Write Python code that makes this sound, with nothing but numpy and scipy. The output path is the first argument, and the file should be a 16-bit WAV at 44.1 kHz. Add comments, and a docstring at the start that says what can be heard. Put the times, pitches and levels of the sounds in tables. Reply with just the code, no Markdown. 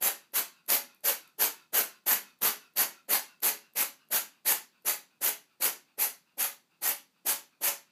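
"""In a small bare room, close to a small microphone, a cat sneezes in a hissing fit; faint humming air lies under it.
Each puff opens with a low pop, then a turbulent noise jet hisses through the nose, bright near 12 kHz;
the room rings after it: noise echoes that fade band by band, and a few decaying bass tones.
Then comes a short sniff, noise through sinking airway resonances; wet spits and mouth clicks are snaps of noise.
About three puffs a second follow; the effort peaks at 2 s, then eases until the end."""
import sys
import numpy as np
from scipy import signal
from scipy.fft import rfft, irfft, next_fast_len
from scipy.io import wavfile
from scipy.ndimage import map_coordinates

SR = 44100
rng = np.random.default_rng(int(sys.argv[2]) if len(sys.argv) > 2 else 0)


def bounce(signal):
    """Save signal as a 16-bit WAV file at the path given by the first command-line argument."""
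    frames = np.transpose(np.atleast_2d(signal))
    limited = np.clip(frames, -1, 1)
    pcm = np.round(limited * 32767).astype(np.int16)
    wavfile.write(sys.argv[1], SR, pcm)


N = 348831
TIME = np.arange(N) / SR

# Still air of the room: (frequency [Hz], relative density [dB per Hz])
AIR_SPECTRUM = [(30, -14), (65, -11), (125, -4.5), (155, 6), (250, 3), (450, -5.5), (1100, -7.5),
                (2500, -15), (4600, -10), (5300, -15.5), (9000, -17), (11500, -20), (15000, -16)]
AIR_DB = -74.5

# Sneeze puffs: (time [s], time to full flow [s], length of push [s], relative jet level [dB],
# lower mouth resonance [Hz], upper mouth resonance [Hz])
PUFFS = [(0.0, .025, 0.079, -33, 724, 1540), (.325, 0.028, 0.063, -32, 1100, 1430),
         (.673, 0.021, 0.078, -31.5, 600, 2110), (1.027, 0.027, 0.074, -31.5, 570, 1940),
         (1.375, 0.03, 0.075, -31, 960, 1520), (1.718, 0.03, 0.078, -30, 600, 1460),
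         (2.054, .019, 0.078, -30.5, 1000, 1750), (2.404, 0.022, .076, -31, 940, 1310),
         (2.751, 0.026, 0.065, -30, 920, 1860), (3.075, 0.03, 0.078, -30.5, 880, 1840),
         (3.414, 0.021, 0.071, -32, 910, 1600), (3.745, 0.025, 0.075, -33, 860, 2030),
         (4.097, 0.029, 0.074, -31.5, 850, 1590), (4.442, 0.023, 0.078, -30.5, 830, 1930),
         (4.84, 0.028, .066, -32, 685, 2100), (5.201, .025, 0.082, -33, 745, 1980),
         (5.594, 0.028, .073, -31.5, 760, 1460), (5.969, 0.03, .076, -33, 820, 1930),
         (6.365, 0.032, 0.084, -34, 860, 2110), (6.805, .029, 0.094, -34, 860, 2080),
         (7.243, .027, .074, -32.5, 860, 1360), (7.601, 0.034, 0.084, -31.5, 800, 2040)]
# How hard the cat heaves: (time [s], effort [0-1])
EFFORT = [(0, 0.44), (1.0, 0.8), (2.0, 1.0), (3.3, 0.9), (4.1, 0.3), (5.0, 0.19), (7.8, 0)]
# The turbulent jet, before the resonances are added: (frequency [Hz], relative density [dB per Hz])
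JET_SPECTRUM = [(40, -40), (130, -30.5), (200, -6), (400, -4), (850, 0), (1200, 1), (1900, 2), (2800, 2),
                (3600, -1), (4800, 0.5), (5100, -2), (6500, 3.5), (9300, -1), (15400, 1.5)]
# Settings that follow the effort: (when easy, at full effort)
CHEST_DB, THROAT_DB, LOWER_MOUTH_DB, SINUS_DB = (-0.45, 3.5), (0, 1.8), (5, 3), (1.5, 3)
NOSTRIL_HZ = (11710, 12100)
NOSTRIL_DB, UPPER_MOUTH_DB = 12.5, 2

# Ring time of the room: (frequency [Hz], time to fall by 60 dB [s])
ROOM_T60 = [(150, 0.55), (600, 0.24), (2000, 0.28), (5000, 0.3), (9000, 0.19), (12000, 0.23), (15000, 0.11)]
# Standing waves of the room: (frequency [Hz], relative level [dB])
ROOM_MODES = [(152, 6.5), (203, -12), (296, -13), (352, -4), (422, 4.5), (565, 5), (685, -4.5),
              (775, -10.5), (837, 0.5), (896, -3)]
MODE_T60_S = 0.26

# Rush of a sniff between its resonances: (frequency [Hz], relative density [dB per Hz])
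INTAKE_SPECTRUM = [(200, -29), (700, -2), (1500, 4), (3200, 2), (6000, -4.5), (9000, -9.5), (12000, -6.5),
                   (15000, -11.5)]
# Airway resonances of a sniff, before each sniff shifts them: (frequency [Hz], height [dB])
AIRWAY_RESONANCES = [(1050, 11.5), (1420, 13), (2600, 16.5), (3780, 9), (4700, 12)]
# Sniff settings that follow the effort: (when easy, at full effort)
SNIFF_DB = (-73.5, -61.5)
SNIFF_LEAD_S = (0.064, 0.12)  # from the middle of a sniff to the next puff
SNIFF_SPREAD_S = (0.028, 0.037)  # of the bell-shaped swell
SNIFF_WIDTH_HZ = (300, 70)  # of the airway resonances
LAST_PAUSE_S = 0.35  # the last puff is followed by a sniff too, as if another came this much later

# Mouth clicks between puffs: (time [s], relative level [dB])
CLICKS = [(0.322, -54), (0.657, -61), (0.663, -46), (0.947, -48.5), (1.007, -54), (1.276, -46.5),
          (2.038, -64), (2.389, -56), (2.737, -57.5), (3.403, -45), (3.736, -49), (4.087, -50),
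          (4.822, -55.5)]
# Wet spits inside the puffs: (time [s], relative level [dB])
SPITS = [(0.356, -18.5), (0.693, -27.5), (0.7025, -9.5), (1.055, -24), (1.393, -42.5), (1.412, -23.5),
         (1.4224, -13), (2.072, -24.5), (2.1064, -24), (2.420, -17.5), (2.773, -20), (3.434, -18.5),
         (3.467, -17), (3.788, -19)]

CUTOFF_HZ = 15350


def from_db(db):
    """Decibels to gain."""
    return 10 ** (np.asarray(db) / 20)


def rms_one(x):
    """Scale to unit power."""
    return x / np.sqrt(np.mean(x ** 2) + 1e-20)


def at_hz(points, hz):
    """Read a table along a log-frequency axis."""
    table_hz, value = np.transpose(points)
    return np.interp(np.log(np.maximum(hz, 1)), np.log(table_hz), value)


def hump(x, centre, width):
    """A bell of height 1 along frequency or time."""
    return np.exp(-0.5 * ((x - centre) / width) ** 2)


def spectrum_hz(size):
    """The frequencies in the spectrum of a sound of this many samples."""
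    return np.arange(size // 2 + 1) * SR / size


def coloured(level_db, size):
    """Noise whose spectrum follows the function level_db(Hz)."""
    white = rfft(rng.standard_normal(size))
    return irfft(white * from_db(level_db(spectrum_hz(size))), size)


def flutter(t, rate):
    """Random wavering with a spread near 1, aiming at a new value `rate` times a second."""
    return np.interp(t * rate, np.arange(1024), rng.standard_normal(1024))


def by_effort(s, easy_and_full):
    """The value that the effort at this time sets between its easy and its full setting."""
    easy, full = easy_and_full
    return easy + (full - easy) * np.interp(s, *np.transpose(EFFORT))


def add(out, s, sound):
    """Mix a sound in at a time."""
    i = int(np.clip(round(s * SR), 0, N))
    out[i:i + len(sound)] += sound[:N - i]


def humming_air():
    """The still air of the room is steady noise, strongest in the bass, heard as a faint hum."""
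    noise = coloured(lambda hz: at_hz(AIR_SPECTRUM, hz), size=next_fast_len(N))[:N]
    return from_db(AIR_DB) * rms_one(noise)


def puffs(nostril_width_hz=1450, chest_hz=300, chest_width_hz=380, throat_hz=1600, throat_width_hz=900,
          lower_width_hz=120, upper_width_hz=220, sinus_hz=4550, sinus_width_hz=240,
          opening=2.83, push_tilt_db=1.5, release_s=0.026,
          whistle_tilt_db=-3.0, whistle_release_s=0.048, whistle_db=1.6,
          flutter_db=1.5, flutter_rate=260, sputter_db=2.0, sputter_rate=80,
          level_db=0.81, pop_db=2.0, pop_s=0.015, pop_width_s=0.0044, pop_hz=420, pop_width_hz=470):
    """The airway opens with a low pop; pressure builds, holds and collapses; mucus makes the jet flutter."""
    out = np.zeros(N)
    t = np.arange(2 ** 14) / SR
    for s, rise, stop, jet_db, lower_hz, upper_hz in PUFFS:
        def tract(hz):
            """The resonances of chest, throat, mouth and sinuses colour the jet."""
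            return (at_hz(JET_SPECTRUM, hz)
                    + by_effort(s, CHEST_DB) * hump(hz, chest_hz, chest_width_hz)
                    + by_effort(s, THROAT_DB) * hump(hz, throat_hz, throat_width_hz)
                    + by_effort(s, LOWER_MOUTH_DB) * hump(hz, lower_hz, lower_width_hz)
                    + UPPER_MOUTH_DB * hump(hz, upper_hz, upper_width_hz)
                    + by_effort(s, SINUS_DB) * hump(hz, sinus_hz, sinus_width_hz))

        def nostrils(hz):
            """The power that the narrow nostrils add on top of the jet."""
            lift = from_db(NOSTRIL_DB * hump(hz, by_effort(s, NOSTRIL_HZ), nostril_width_hz))
            return at_hz(JET_SPECTRUM, hz) + whistle_db + 10 * np.log10(lift ** 2 - 1 + 1e-9)

        def opening_pop(hz):
            """A low bump in the noise as the airway opens."""
            return pop_db + 30 * (hump(hz, pop_hz, pop_width_hz) - 1) + at_hz(JET_SPECTRUM, hz)

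        after = np.maximum(t - stop, 0)
        # the sharp hiss of the nostrils needs full pressure and goes first
        whistle = from_db(whistle_tilt_db * t / stop) * np.exp(-after / whistle_release_s)
        jet = coloured(tract, size=len(t)) + whistle * coloured(nostrils, size=len(t))
        push = (1 - np.exp(-(t / rise) ** opening)) * from_db(push_tilt_db * t / stop)
        flow = push * np.exp(-after / release_s) * from_db(flutter_db * flutter(t, flutter_rate))
        pop = coloured(opening_pop, size=len(t)) * hump(t, pop_s, pop_width_s)
        puff = flow * sputtering(jet, sputter_db, sputter_rate) + pop
        add(out, s, from_db(jet_db + level_db) * puff)
    return out


def sputtering(x, depth_db, rate):
    """Eddies of each size come and go on their own: every band wavers separately."""
    t = np.arange(len(x)) / SR
    hz = spectrum_hz(len(x))
    spectrum = rfft(x)
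    edges = np.linspace(0, np.sqrt(SR / 2), 18) ** 2
    out = np.zeros(len(x))
    for low, high in zip(edges, edges[1:]):
        band = irfft(spectrum * (hz >= low) * (hz < high))
        out += band * from_db(depth_db * flutter(t, rate))
    return out


def tossing_head(x, count=4):
    """The head points elsewhere at each puff and wakes another of a few sets of echoes, taken in turn."""
    puff_number = np.searchsorted([row[0] for row in PUFFS], TIME)
    return sum(room(x * (puff_number % count == k)) for k in range(count))


def room(x, wet_db=-6.0, modes_db=-57, first_echo_s=0.0054,
         treble_db=-0.5, treble_hz=12000, treble_width_hz=2500):
    """Dense echoes die away band by band; a few standing waves stand out in the bass."""
    t = np.arange(2 ** 15) / SR
    hz = spectrum_hz(len(t))
    # the bright top is beamed forward and feeds the room less
    echoes = rfft(rng.standard_normal(len(t))) * from_db(treble_db * hump(hz, treble_hz, treble_width_hz))
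    onset = np.clip(t / first_echo_s - 1, 0, 1)
    edges = np.linspace(0, np.sqrt(SR / 2), 16) ** 2
    tail = np.zeros(len(t))
    for low, high in zip(edges, edges[1:]):
        t60 = at_hz(ROOM_T60, (low + high) / 2)
        fade = from_db(-60 * t / t60) * onset
        band = irfft(echoes * (hz >= low) * (hz < high))
        tail += band * fade / np.linalg.norm(fade)
    standing = np.zeros(len(t))
    for mode_hz, db in ROOM_MODES:
        standing += from_db(modes_db + db - 60 * t / MODE_T60_S) * np.cos(2 * np.pi * mode_hz * t)
    return signal.oaconvolve(x, from_db(wet_db) * tail + standing)[:N]


def sniffs(shift=0.024, sink_per_s=0.45):
    """Air drawn in before the next puff: sinking airway resonances, sharper and louder with more effort."""
    out = np.zeros(N)
    t = np.arange(2 ** 13) / SR
    middle = t[-1] / 2
    starts = [row[0] for row in PUFFS]
    # reading the noise ever more slowly makes its resonances sink
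    glide = (t - sink_per_s * (t - middle) ** 2 / 2) * SR
    for next_puff in starts[1:] + [starts[-1] + LAST_PAUSE_S]:
        s = next_puff - by_effort(next_puff, SNIFF_LEAD_S)
        stretch = 1 + shift * rng.standard_normal()  # the mouth is never held quite the same
        width_hz = by_effort(s, SNIFF_WIDTH_HZ)

        def airway(hz):
            """The intake rush, raised by the strongest resonance at each frequency."""
            peaks = [top * hump(hz, f * stretch, width_hz) for f, top in AIRWAY_RESONANCES]
            return at_hz(INTAKE_SPECTRUM, hz) + np.max(peaks, axis=0)

        rush = map_coordinates(coloured(airway, size=len(t)), [glide], mode="wrap")
        swell = from_db(by_effort(s, SNIFF_DB)) * hump(t, middle, by_effort(s, SNIFF_SPREAD_S))
        add(out, s - middle, swell * rms_one(rush))
    return out


def wet_snaps(events, fade_s, bright_db, bright_hz, width_hz):
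    """A film of saliva bursts: a few milliseconds of bright noise."""
    out = np.zeros(N)
    t = np.arange(2 ** 10) / SR
    for s, snap_db in events:
        snap = coloured(lambda hz: at_hz(JET_SPECTRUM, hz) + bright_db * hump(hz, bright_hz, width_hz),
                        size=len(t))
        add(out, s, from_db(snap_db) * rms_one(snap) / 2 * np.exp(-t / fade_s))
    return out


def scene():
    """The cat close by, its echoes in the room, and the faint humming air."""
    air = humming_air()
    clicks = wet_snaps(CLICKS, fade_s=0.002, bright_db=17.0, bright_hz=12100, width_hz=1800)
    spits = wet_snaps(SPITS, fade_s=0.0015, bright_db=8, bright_hz=12000, width_hz=1400)
    cat = puffs() + sniffs() + clicks + spits
    return (cat + tossing_head(cat) + air)[None]


def record(dry):
    """The small microphone sheds the bass; the top is cut steeply."""
    bass_cut = signal.butter(1, 110, "high", fs=SR, output="sos")
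    top_cut = signal.ellip(12, 0.2, 85, CUTOFF_HZ, fs=SR, output="sos")
    return signal.sosfilt(top_cut, signal.sosfilt(bass_cut, dry))


dry = scene()
out = record(dry)
bounce(out)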